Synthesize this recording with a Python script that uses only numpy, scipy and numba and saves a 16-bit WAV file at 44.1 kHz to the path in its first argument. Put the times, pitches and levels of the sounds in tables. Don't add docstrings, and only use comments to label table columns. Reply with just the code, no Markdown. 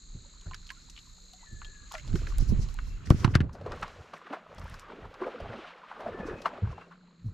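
import sys
import numpy as np
from scipy import signal
from scipy.io import wavfile
from scipy.ndimage import uniform_filter1d
from numba import njit

SR = 44100
rng = np.random.default_rng(int(sys.argv[2]) if len(sys.argv) > 2 else 0)


def volts_from_decibels(level):
    exponent = np.asarray(level, float) / 20
    return 10 ** exponent


def wav_record(signal):
    frames = np.transpose(np.atleast_2d(signal))
    bounded = np.clip(frames, -1, 1)
    quanta = np.round(bounded * 32767).astype(np.int16)
    wavfile.write(sys.argv[1], SR, quanta)


N = 323253
T = np.arange(N) / SR
COVERED_S = 3.47

# t/s, low choir level/dB, high choir level/dB
CHOIR_LEVELS = [(0, -58.5, -55), (.84, -57.5, -58.5), (1.61, -58, -54), (2.33, -59, -57.5),
                (2.88, -62, -61.5), (3.2, -74, -71), (3.4, -81, -83), (3.82, -63.5, -70), (4.35, -87, -84),
                (5.5, -74, -81), (6.0, -79, -87), (6.45, -75, -77), (6.96, -72.5, -78.5),
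                (7.33, -70.5, -73)]
# t/s, side-mid level/dB, bass side-mid level/dB, bass left-right level/dB
PORT_SPREAD = [(0, -4.5, -18, -1), (1.8, -5, -12, -2.5), (2.1, -5.5, -9.5, -4), (3.45, -4, -10, -3),
               (3.55, -17, -35, 1), (3.6, -13.5, -49, -0.5), (3.95, -32, -50, 0), (5.75, -37.5, -37, -2),
               (6.0, -15.5, -52, 0), (6.5, -11, -45, -0.5), (6.9, -9, -34, 0.5), (7.33, -10, -36, 0)]


def curves(table):
    s, *columns = np.transpose(table)
    return [np.interp(T, s, c) for c in columns]


def unit(x):
    return x / np.sqrt(np.mean(x ** 2))


def noise():
    return rng.standard_normal(N)


@njit
def svf(x, hz, width):
    y, b, l = np.empty(len(x)), 0., 0.
    for i in range(len(x)):
        g, k = np.tan(np.pi * hz[i] / SR), width[i] / hz[i]
        v = (b + g * (x[i] - l)) / (1 + g * (g + k))
        b, l, y[i] = 2 * v - b, l + 2 * g * v, k * v
    return y


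def band(x, hz, width):
    hz, width = hz * np.ones(len(x)), width * np.ones(len(x))
    return svf(svf(x, hz, width), hz, width)


@njit
def rings(s, size, hz, t60, glide, rise):
    y = np.zeros(N)
    for e in range(len(s)):
        i0, phase = int(s[e] * SR), 0.
        for i in range(min(int(t60[e] * SR), N - i0)):
            t = i / SR
            phase += 2 * np.pi * hz[e] * 2 ** (glide[e] * t) / SR
            y[i0 + i] += size[e] * np.sin(phase) * 1000 ** (-t / t60[e]) * min(1., t / rise)
    return y


def walk(rate):
    k = int(SR / rate)
    held = np.repeat(rng.standard_normal(N // k + 1), k)
    return 1.32 * uniform_filter1d(uniform_filter1d(held, k), k)[:N]


def wavering(hz, spread, rate):
    return np.sqrt(2) * np.sin(2 * np.pi * np.cumsum(hz * (1 + spread * walk(rate))) / SR)


def swells(s, db, rise, fall):
    t = T[::64, None] - s
    slope = np.minimum(t / np.maximum(rise, .003), -t / np.maximum(fall, .003))
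    power = volts_from_decibels(2 * (db + 20 * slope))
    return np.interp(T, T[::64], np.sqrt(power.sum(axis=1)))


def ports(mid, side, extra_db=0, axis=0):
    return mid + volts_from_decibels(curves(PORT_SPREAD)[axis] + extra_db) * side * np.array([[1], [-1]])


def panned(x, s, pan_db, axis=1):
    spread = np.transpose(PORT_SPREAD)
    pan_db = pan_db * min(1, volts_from_decibels(np.interp(s, spread[0], spread[axis]) + 4.5))
    return x * volts_from_decibels(np.array([[pan_db], [-pan_db]]) / 2)


def insects():
    # f/Hz, width/Hz, throb rate/Hz
    choir_bands = [(4120, 680, 58), (6760, 820, 58), (7434, 470, 43)]
    low_db, high_db = curves(CHOIR_LEVELS)
    out = 0
    for (hz, width_hz, rate_hz), db in zip(choir_bands, (low_db, high_db - 3, high_db - 8.5)):
        throb_phase = 2 * np.pi * np.cumsum(rate_hz * (1 + 0.0638 * walk(4.6))) / SR
        throb = 1 + 0.27 * np.sin(throb_phase)
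        mid, side = (unit(band(noise(), hz, width_hz)) for _ in range(2))
        out = out + volts_from_decibels(db - 3.5 + 0.26 * walk(14.0)) * throb * ports(mid, side, -5.5)
    return out


def night():
    # f/Hz, relative density/dB
    floor_spectrum = [(120, -31), (200, 4), (282, -4), (512, -17), (708, -70.5), (1130, -12), (2850, -29),
                      (4240, -32), (5170, -69), (7020, -50.5), (15000, -77)]
    # t/s, level/dB
    hum_levels = [(0, -70), (1.5, -68.5), (4.3, -76), (4.6, -60.5), (5.0, -72), (6.4, -70.5), (6.8, -60),
                  (7.33, -56)]
    floor_db, hum_hz = -70.5, 174.4
    spectrum_hz, spectrum_db = np.transpose(floor_spectrum)
    floor = 0
    for hz in 220 * 2 ** np.arange(0, 6.1, .5):
        db = np.interp(np.log(hz), np.log(spectrum_hz), spectrum_db) + 1.5 * walk(6)
        floor = floor + volts_from_decibels(db) * ports(band(noise(), hz, hz / 2), band(noise(), hz, hz / 2))
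    hum = 0.93 * wavering(hum_hz, 0.0432, 25) + 0.48 * unit(band(noise(), hum_hz, 40))
    return volts_from_decibels(floor_db) * unit(floor) + volts_from_decibels(curves(hum_levels)[0]) * hum


def gurgles():
    # peak t/s, level/dB, 20 dB fall/s, centre f/Hz, small-big bubbles level/dB
    gulps = [(.25, -69, 0.42, 470, -21), (.47, -52, 0.05, 370, -5.5), (.72, -80, 0.086, 600, 2),
             (1.26, -68, 0.3, 420, -29), (1.34, -76, 0.027, 710, -24), (1.43, -66, 0.15, 730, -9),
             (1.689, -66.5, 0.12, 457, -17), (1.83, -68, .06, 385, -2), (1.94, -53, 0.032, 660, 13),
             (2.17, -50, 0.034, 378, -11), (2.218, -49, 0.029, 373, -20), (2.29, -49.5, 0.12, 376, -17),
             (2.52, -70, 0.036, 345, -21), (2.6, -64, .2, 367, -16), (3.05, -62, .1, 354, -13),
             (3.25, -43, 0.3, 374, -8), (3.439, -43, 0.043, 400, -21), (3.569, -49, 0.21, 600, -4.5),
             (3.667, -33.5, 0.064, 441, -12), (3.73, -42, 0.072, 477, -4.5), (3.82, -47.5, 0.22, 593, -13),
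             (4.0, -55.5, 0.67, 540, -18), (4.142, -38.5, 0.029, 534, -4), (4.27, -58, 0.041, 443, 10),
             (4.337, -36.5, 0.061, 570, 1), (4.53, -52, 0.34, 600, -14), (4.618, -50, 0.025, 623, 1),
             (4.902, -43, 0.087, 484, -13), (4.99, -42.5, 0.17, 412, -17), (5.048, -48, 0.033, 576, -7),
             (5.15, -61.5, .03, 510, 15), (5.22, -33.5, 0.077, 375, -7), (5.268, -31.5, 0.049, 464, -13),
             (5.34, -41, 0.36, 503, -11), (5.52, -42, 0.2, 497, -21), (5.64, -60, 0.16, 560, -6),
             (5.7, -62, 0.028, 727, 11), (5.911, -52, 0.15, 670, 6), (6.01, -40.5, .1, 613, -12),
             (6.08, -34, 0.2, 550, -13), (6.13, -36.5, 0.035, 500, -9), (6.202, -37.5, 0.48, 550, -15.5),
             (6.288, -36, 0.11, 415, -5), (6.548, -39.5, 0.23, 582, -10.5), (6.65, -59, 0.027, 450, 10),
             (6.72, -50.5, 0.04, 491, 2.5), (6.816, -48, .05, 400, 1.5), (6.925, -60.5, .04, 510, 9),
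             (7.08, -69, 0.14, 456, -13), (7.31, -71, .1, 365, 4)]
    s, db, fall, hz, casing_db = np.transpose(gulps)
    rise = 0.54 * fall
    return swells(s, db, rise, fall), np.interp(T, s, hz), swells(s, db + casing_db, rise, fall)


def rumble():
    # t/s, deep level/dB
    sway_levels = [(0, -46), (.4, -51.5), (.9, -48.5), (1.1, -50.5), (1.35, -58), (1.6, -53), (1.95, -44.5),
                   (2.06, -34), (2.21, -31), (2.4, -26), (2.62, -32), (2.76, -49), (2.9, -31.5), (3.0, -49),
                   (3.32, -38), (3.52, -74), (3.86, -47), (4.06, -88), (4.5, -90), (4.8, -59), (5.8, -73),
                   (6.5, -68), (7.33, -80)]
    # peak t/s, level/dB, 20 dB rise/s, 20 dB fall/s, deep part above it/dB
    lurch_swells = [(.16, -39.5, .05, 0.13, -5), (0.472, -35, 0.01, 0.13, -3), (1.53, -43, 0.054, 0.29, 5),
                    (2.139, -23.5, 0.065, 0.089, 0), (2.408, -30.5, 0.035, 0.044, 13),
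                    (2.5, -23.5, 0.032, 0.22, 3.5), (2.619, -31, 0.11, 0.077, 10.5),
                    (2.79, -48, 0.043, 0.16, 19.5), (3.071, -30.5, 0.015, .4, -16),
                    (3.3, -35, 0.63, .3, -8), (3.443, -21, 0.38, 0.073, -18),
                    (3.6, -33.5, 0.026, 0.21, -22), (3.7, -34, .1, 0.25, -11),
                    (4.01, -40.5, .06, 0.024, -16), (4.15, -59, .05, 0.049, -4),
                    (4.6, -38.5, 0.091, 0.24, -3), (4.72, -40.5, 0.12, 0.11, -7),
                    (5.05, -42, 0.085, 0.12, -10), (5.43, -32.5, 0.027, 0.11, -10),
                    (6.1, -42.5, 0.1, .15, -14), (6.25, -37.5, .1, 0.19, -5), (6.34, -42, 0.12, 0.073, -15),
                    (6.635, -32, .012, 0.12, -8), (6.7, -33.5, 0.098, .08, -18), (7.03, -75, .05, 0.13, 11),
                    (7.26, -39, .05, 0.66, -6)]
    s, db, rise, fall, deep_db = np.transpose(lurch_swells)
    sway, lurch = volts_from_decibels(curves(sway_levels)[0]), swells(s, db, rise, fall)
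    deep = np.hypot(sway * volts_from_decibels(2.0 * walk(18)), swells(s, db + deep_db, rise, fall))
    middle = np.hypot(volts_from_decibels(-12.5 + 4.0 * walk(17)) * sway, lurch)
    upper = volts_from_decibels(-27.5) * sway + volts_from_decibels(-20.5) * lurch + volts_from_decibels(-4.5) * gurgles()[0]
    pair = []
    for _ in range(2):
        deep_part = deep * unit(band(noise(), 29.3, 25))
        middle_part = volts_from_decibels(-5.5) * middle * unit(band(noise(), 84.0, 77.5))
        upper_part = upper * volts_from_decibels(-10.5 + 4.9 * walk(30)) * unit(band(noise(), 228.4, 124))
        pair.append(deep_part + middle_part + upper_part)
    lean_db = curves(PORT_SPREAD)[2]
    return volts_from_decibels(-1.0) * ports(*pair, axis=1) * volts_from_decibels(np.array([lean_db, -lean_db]) / 2)


def slosh(count=3500):
    # t/s, level/dB
    wash_levels = [(0, -73), (.8, -69), (1.3, -73.5), (1.75, -70.5), (2.2, -59), (2.5, -60), (2.95, -64.5),
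                   (3.25, -55), (3.45, -79), (3.5, -78), (3.75, -52), (4.1, -58.5), (4.3, -54), (4.46, -60),
                   (4.7, -52), (5.1, -57.5), (5.5, -49), (5.69, -47.5), (5.75, -55), (6.2, -57.5),
                   (6.82, -59), (6.88, -68), (7.33, -74)]
    (gulp, centre_hz, thrown), wash = gurgles(), volts_from_decibels(curves(wash_levels)[0])
    fizz_gain = volts_from_decibels(np.where(T > COVERED_S, -7, -2))
    big_gain = volts_from_decibels(-3.0) * gulp + volts_from_decibels(np.where(T > COVERED_S, -11.5, -20)) * wash
    casing_gain = np.hypot(wash, thrown) * volts_from_decibels(-1.0)
    lows, highs = [], []
    for _ in range(2):
        u, g = rng.random((2, count)), rng.standard_normal((4, count))
        e = np.minimum(rng.exponential(size=(2, count)), 4)
        big_hz = centre_hz[(u[0] * N).astype(int)] * 2 ** (0.327 * g[0])
        small_hz = 1300 * 2 ** (0.33 * g[1])
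        hz = np.clip([big_hz, small_hz], 150, 4000)
        big, small = (unit(rings(u[k] * T[-1], volts_from_decibels(6.9 * e[k]), hz[k], 18 / hz[k], 5 + 5 * g[2 + k], 0.0026))
                      for k in range(2))
        low_wash = volts_from_decibels(3.2 * walk(35)) * unit(band(noise(), centre_hz, 1.15 * centre_hz))
        casing_wash = volts_from_decibels(1.1 * walk(40)) * unit(band(noise(), 1260, 820))
        low = 0.63 * big + 0.58 * low_wash
        casing = 0.67 * small + 0.67 * casing_wash
        flicker = volts_from_decibels(2.2 * walk(70))
        fizz = fizz_gain * flicker * unit(band(band(noise(), 2240, 3460), 2240, 3460))
        lows.append(big_gain * low)
        highs.append(casing_gain * casing + (wash + volts_from_decibels(-16) * thrown) * fizz)
    return ports(*lows, -14) + ports(*highs)


def brushing():
    # peak t/s, level/dB, 20 dB rise/s, 20 dB fall/s, top band above it/dB
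    strokes = [(.84, -65, 1, .5, -14), (1.02, -68, .3, 1, 0), (1.93, -52, .04, 0.092, -6),
               (1.99, -56, .1, 0.037, -19), (2.08, -54.5, .05, .09, -27), (2.16, -47, 0.02, 0.097, -7),
               (2.29, -51, .06, 0.08, -7), (2.41, -45.5, 0.043, 0.078, -16),
               (2.491, -44.5, 0.021, .045, -4), (2.63, -44.5, 0.055, 0.039, -19), (2.7, -58, .05, 0.11, -5),
               (2.88, -59, 0.19, 0.18, -3), (3.06, -50.5, .01, 0.067, -20), (3.11, -53, .03, .06, 1),
               (3.2, -48, 0.13, 0.089, -8), (3.255, -49, .1, .012, -14), (3.32, -54.5, 0.057, 0.044, -12),
               (3.35, -51, 0.009, 0.015, -16), (3.41, -66, 0.013, .011, -19),
               (3.531, -56, 0.0055, 0.045, -9), (3.8, -60, 0.22, .1, -11), (3.84, -57, 0.043, .03, -6),
               (3.88, -61.5, .05, .45, -10), (4.15, -60, 0.02, 0.079, -10), (4.35, -81, .3, 0.049, -1),
               (4.56, -70, .02, .4, -9), (4.75, -60, 0.34, .08, -6), (4.8, -53, .02, 0.042, -5),
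               (5.12, -74, .5, .6, -2), (5.58, -65, .02, .07, -27), (5.66, -79, .1, .6, -18),
               (6.03, -82, 0.47, 0.17, 3), (6.27, -52.5, 0.021, 0.044, -13),
               (6.472, -61.5, 0.33, 0.037, -8), (6.722, -63, 0.072, 0.038, -18), (6.8, -71, .1, 0.2, -20),
               (7.27, -68, .05, 0.059, 0.5)]
    s, db, rise, fall, top_db = np.transpose(strokes)
    rest = volts_from_decibels(curves(CHOIR_LEVELS)[0] - 30)
    hiss_gain = rest + swells(s, db, rise, fall)
    top_gain = volts_from_decibels(4.5) * rest + swells(s, db + top_db, rise, fall)
    pair = []
    for _ in range(2):
        flutter = volts_from_decibels(0.89 * walk(42))
        hiss = hiss_gain * unit(band(noise(), 5390, 3400))
        top = top_gain * volts_from_decibels(-9.0) * unit(band(noise(), 11500, 4700))
        pair.append(flutter * (hiss + top))
    return volts_from_decibels(-5.5) * ports(*pair, 0.8)


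def bumps():
    # t/s, peak level/dB, f/Hz, glide/(octave/s), left-right level/dB
    thuds = [(.147, -27.5, 70, -2, -3), (0.46, -31, 72, -9, 2), (1.522, -32, 98, -4, 2),
             (2.139, -18.5, 133, 2, -21), (2.419, -20, 114, -4, -11), (2.519, -18.5, 185.6, -3.5, -26.5),
             (2.587, -16.5, 72, -3, -12), (3.103, -0.5, 91, -18, 7), (3.118, -17, 181, -22.5, -16),
             (3.141, -15.5, 94, -9, -11), (3.2439, -11.5, 108, -6.5, -20), (3.273, -16, 114, -11, -8),
             (3.352, -6.5, 101, -15.5, 5.5), (3.402, -13, 116, -9.5, 3), (3.444, -32, 127, -9, 5),
             (3.699, -39, 71.6, 3, 0), (3.825, -39, 174, -14, 0), (4.137, -49.5, 172, -10, 0),
             (4.574, -41, 91.5, 3, 0), (4.63, -33, 71.4, -4.5, 0), (5.021, -38.5, 71.4, -5, 0),
             (5.409, -37, 86.1, -14, 0), (5.487, -35, 115, -8.5, 0), (6.455, -42.5, 190, -12, 0),
             (6.617, -24.5, 85, -1.5, 0), (6.628, -21, 88, 5, 1), (6.664, -28, 74, -1.5, -2),
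             (7.24, -30.5, 110, -2, -1), (7.256, -27, 96.4, -3, -4)]
    half_length_glide = 16.3
    body_hz, body_t60_s, boom_hz, boom_t60_s = 345, 0.049, 110, 0.29
    out = 0
    for s, db, hz, glide, pan_db in thuds:
        covered = s > COVERED_S
        short = 1 / (1 + (glide / half_length_glide) ** 2)
        rise = (0.0064, 0.011)[covered] * short * volts_from_decibels(-.7 * max(db + 23.5, 0))
        t60 = (0.061, 0.16)[covered] * short
        body_db, boom_db = (-19.5, -32)[covered], (-18.5, -31)[covered]
        starts = s + np.array([0.0029, 0.0023, 0.0045, .006])
        sizes = volts_from_decibels(db + np.array([2.5, -5, body_db, boom_db])) * np.array([1, -1, 1, -1])
        tones_hz = np.array([1.103 * hz, 2.11 * hz, body_hz, boom_hz])
        t60s = np.clip([t60, 0.45 * t60, body_t60_s, boom_t60_s], .01, .5)
        glides = glide * np.array([1., 1, 0, 0])
        tones = rings(starts, sizes, tones_hz, t60s, glides, max(rise, .0005))
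        out = out + panned(tones, s, pan_db, axis=2)
    return out


def bubbles():
    # t/s, peak level/dB, f/Hz, t60/s, glide/(octave/s)
    pockets = [(.256, -51.5, 535, 0.067, 6), (0.511, -37.5, 1052, 0.084, -2),
               (0.709, -39, 1020, 0.069, 3.5), (.765, -50, 1305, 0.098, 8.5), (0.971, -44, 3110, 0.092, -5),
               (1.07, -51, 1043, .05, -4), (1.648, -41, 3190, 0.057, 3), (1.333, -48, 723, 0.097, 2),
               (1.427, -43.5, 810, 0.071, 33), (1.912, -26.5, 1130, 0.028, -14),
               (1.944, -33, 650, 0.12, -2.5), (1.948, -41.5, 1295, 0.15, 3), (1.982, -39, 1996, .06, 7),
               (2.153, -16.5, 353, 0.042, 5), (3.665, -29, 405, 0.056, 5), (4.305, -31.5, 258, 0.14, 8),
               (5.215, -19.5, 380.6, 0.097, -2.5), (5.264, -23, 505, 0.069, 3), (5.345, -23, 495, 0.046, 0),
               (6.062, -13, 623, 0.026, 18), (6.084, -19, 665, 0.022, 5), (6.145, -20, 380, 0.034, 1),
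               (6.198, -22, 202, 0.054, -2), (6.283, -18, 438, 0.04, 2), (6.334, -25, 147, .05, -21)]
    s, db, hz, t60, glide = 1. * np.transpose(pockets)
    return rings(s, volts_from_decibels(db - 2.5), hz, np.clip(t60, .01, .3), glide, 0.0054)


def knocks():
    # peak t/s, level/dB, f/Hz, treble level/dB, left-right level/dB
    blows = [(.409, -54.5, 6700, 3.5, .5), (0.51, -37.5, 1070, -26, -5), (0.5332, -36.5, 1900, -26, -2),
             (0.542, -36, 1530, -3, -4), (0.666, -43, 4000, -23, -1.5), (0.6897, -38, 3120, -18, -5),
             (0.702, -30, 1690, -9, -4.5), (.897, -38.5, 6200, -11, 2), (.962, -40, 3000, -25, 1.5),
             (.975, -37, 2700, -25, 3), (0.9883, -42, 3700, -24, .5), (1.333, -45, 3800, -7, -2),
             (1.616, -34.5, 1260, -26, 1), (1.645, -36, 3280, -23, .5), (1.915, -33.5, 1030, -14, 0),
             (1.939, -30, 740, -8.5, -1), (1.95, -27, 1830, -29, 0), (1.979, -32.5, 2050, -14, 0),
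             (1.9954, -40, 2430, -20, -.5), (2.075, -44.5, 600, -2.5, -2), (2.128, -40.5, 1520, -11, 2),
             (2.154, -27.5, 1430, -15.5, 0), (2.268, -31, 1680, -25, -5), (2.321, -38, 1070, -19, 0),
             (2.384, -48, 649, -3, -10), (2.685, -43, 1030, -6, -5), (2.787, -29.5, 1400, -31, 2),
             (3.056, -41, 1620, -12, 1.5), (3.07, -41.5, 1700, -6, 3), (3.103, -16, 1230, -18, -7),
             (3.244, -10.5, 1090, -18.5, -5), (3.276, -30.5, 1000, -30, 6), (3.338, -30, 1820, -35, -2),
             (3.343, -30, 1840, -37, -5), (3.348, -24, 1840, -24, -7), (3.351, -11, 1450, -11.5, 3),
             (3.403, -21.5, 1660, -25, 2), (3.493, -43.5, 1100, -33, 6), (3.551, -35.5, 594, -25, 10),
             (3.612, -33, 549, -28, 0), (3.662, -25, 555, -31, 1), (3.719, -30, 1310, -20.5, 10),
             (3.827, -17, 1080, -27, -5), (3.877, -36.5, 1050, -20, -4), (4.136, -30.5, 1100, -20, 3),
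             (4.165, -42, 2000, -20, 0), (4.214, -42, 980, -26, 0), (4.268, -38, 1250, -36, 0),
             (4.304, -30, 597, -67, 0), (4.328, -22.5, 885, -50, -10), (4.582, -40.5, 720, -10.5, 0),
             (4.615, -40, 1150, -20, 0), (4.741, -39.5, 1250, -12.5, 1), (4.819, -53, 1080, -13, -5),
             (4.882, -40.5, 1100, -26, 0), (4.919, -37.5, 895, -35, 0), (5.053, -38, 966, -30, 0),
             (5.141, -41.5, 1050, -16, -7), (5.214, -30, 490, -40, 0), (5.235, -31.5, 990, -44, 0),
             (5.401, -31.5, 550, -22, -2), (5.458, -32.5, 720, -36, 3), (5.538, -33, 604, -41, 0),
             (5.778, -44, 1090, -29, 8), (5.846, -42.5, 1080, -34, 26), (5.914, -32.5, 900, -44, 3),
             (6.005, -31.5, 810, -29.5, 4), (6.062, -34, 700, -54, 5), (6.418, -37.5, 550, -10, 6),
             (6.451, -27, 958, -48, 6), (6.457, -13.5, 1000, -57, 3.5), (6.673, -40.5, 985, -34, 9),
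             (6.713, -44, 610, -26.5, 3), (6.78, -36.5, 828, -37.5, 5), (6.912, -43, 1080, -29, 7)]
    # f/Hz, level/dB, t60/s
    hull_modes = [(320, -4.5, 0.02), (630, -29, 0.12), (935, -5, 0.013), (1191, 1.5, 0.032),
                  (1407, -4, 0.034), (2050, -2.5, 0.0052), (2770, 10.5, 0.0041), (4060, 4, 0.0025)]
    lead_s = .03
    out = np.zeros((2, N))
    t = T[:SR // 8]
    around = t - lead_s
    hull_hz, hull_db, hull_t60 = np.transpose(hull_modes)
    for s, db, hz, treble_db, pan_db in blows:
        covered = s > COVERED_S
        hard = volts_from_decibels(-0.07 * max(db + 25, 0))
        rise = (.0016, 0.0056)[covered] * hard
        t60 = (0.034, 0.045)[covered] * (1000 / hz) ** 0.13 * hard
        contact = rng.standard_normal((4, len(t))) ** 3
        shade = rng.standard_normal((2, len(hull_modes)))
        swell = np.minimum(t / max(rise, .0003), 1) ** 2
        after = np.maximum(t - rise, 0)
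        spot_decay = 1000 ** (-after / max(t60, .004))
        spot = [unit(band(c, hz, 0.47 * hz)) * swell * spot_decay for c in contact[:2]]
        crack_decay = 1000 ** (-after / (0.011 + 0.52 * t60))
        crack = unit(band(contact[2], 4070, 3200)) * swell * crack_decay * volts_from_decibels(treble_db + 6.5)
        far_db = (0.5, 7)[covered] * np.abs(np.log2(hull_hz / hz))
        mode_size = volts_from_decibels(hull_db - far_db + 1.9 * shade[0] - 13)
        modes = np.sin(2 * np.pi * hull_hz * (1 + 0.023 * shade[1]) * t[:, None])
        hull = swell * (mode_size * modes * 1000 ** (-after[:, None] / hull_t60)).sum(axis=1)
        side_gain = volts_from_decibels(np.interp(s, *np.transpose(PORT_SPREAD)[:2]) - 2.5)
        unlike = side_gain * spot[1] * np.array([[1], [-1]])
        rattle_shape = 1000 ** np.minimum(around * hard / (5 * rise), -around * hard / (2.25 * t60))
        rattle_gain = volts_from_decibels(db + (-18.5, -15)[covered])
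        rattle = rattle_gain * unit(band(contact[3], hz, 0.86 * hz)) * rattle_shape
        j = int((s + .002 - lead_s) * SR)
        out[:, j:j + len(t)] += panned(rattle, s, pan_db)[:, :N - j]
        blow = volts_from_decibels(db - 7.5) * (panned(spot[0] + crack + hull, s, pan_db) + unlike)
        i = int((s + .002 - rise) * SR)
        out[:, i:i + len(t)] += blow[:, :N - i]
    return out


def ticks():
    # t/s, peak level/dB, left-right level/dB
    tick_list = [(0.41, -67, 3.0), (0.5462, -56, -2.5), (0.6764, -50, -1.0), (0.72, -42, -0.5),
                 (0.8984, -56, 5.5), (1.3349, -51, 9), (1.5306, -48, -2.0), (1.6531, -55, 4.0),
                 (1.7789, -61, 4.0), (1.8253, -73, -8), (1.922, -30, 5), (1.9804, -49, 3.5),
                 (2.0986, -62, -6), (2.1296, -60, 3.0), (2.1535, -57, 2.5), (2.3835, -25, 4),
                 (2.7426, -40, 6), (3.1027, -29.5, 12), (3.141, -46, 10.5), (3.243, -44, 12),
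                 (3.3533, -60, 1), (3.4032, -80, -0.5), (3.5354, -63, 3.5), (3.7618, -52, 2),
                 (3.8142, -48, -5), (3.8302, -55, 13), (4.1405, -69, 2.5), (4.1806, -52, 5),
                 (4.3106, -70, 8), (4.5484, -55, 16.5), (4.5962, -47, 21), (4.6428, -49.5, 9),
                 (4.6798, -55, 11), (4.6985, -39.5, 6), (4.7424, -51, 14), (4.796, -41, 5),
                 (5.0843, -63, 3.5), (5.4081, -62, 18), (6.0048, -51, 9), (6.4193, -51, 7)]
    t = T[:SR // 40]
    clicks = np.zeros((2, N + len(t)))
    for s, db, pan_db in tick_list:
        i = int(s * SR)
        gains = volts_from_decibels(db + 2.5 + np.array([[pan_db], [-pan_db]]) / 2)
        clicks[:, i:i + len(t)] += gains * rng.standard_normal(len(t)) * 1000 ** (-t / 0.0025)
    return np.array([band(c[:N], 6800, 13000) for c in clicks])


def squeaks():
    rubs = [(1.389, 0.095, 2076, 1850, -71), (1.462, 0.41, 1752, 1660, -64), (1.724, .17, 1030, 1250, -72),
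            (2.805, 0.16, 2710, 2690, -70), (6.117, 0.24, 1777, 1690, -56), (6.22, 0.22, 2490, 2560, -65),
            (6.74, 0.11, 2710, 2725, -69.5)]
    out = 0
    for s, length, from_hz, to_hz, db in rubs:
        hz = np.interp(T, [s, s + length], [from_hz, to_hz])
        on = uniform_filter1d(1. * (T > s) * (T < s + length), SR // 50)
        stutter = volts_from_decibels(db + 1.2 * walk(25))
        tone = 1.04 * wavering(hz, 0.0089, 90) + 0.76 * unit(band(noise(), hz, 105))
        out = out + on * stutter * tone
    return ports(out, out, 0.85)


def scene():
    steady = insects() + night() + rumble() + slosh() + brushing()
    return steady + bumps() + bubbles() + knocks() + ticks() + squeaks()


def roll_off(x):
    return signal.sosfilt(signal.butter(12, 15660, fs=SR, output="sos"), x)


def record(dry):
    bass_cut = signal.butter(2, 20, "high", fs=SR, output="sos")
    top_cut = signal.ellip(8, .2, 70, 15500, fs=SR, output="sos")
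    mix = signal.sosfilt(top_cut, signal.sosfilt(bass_cut, dry))
    return roll_off(mix)


dry = scene()
out = record(dry)
wav_record(out)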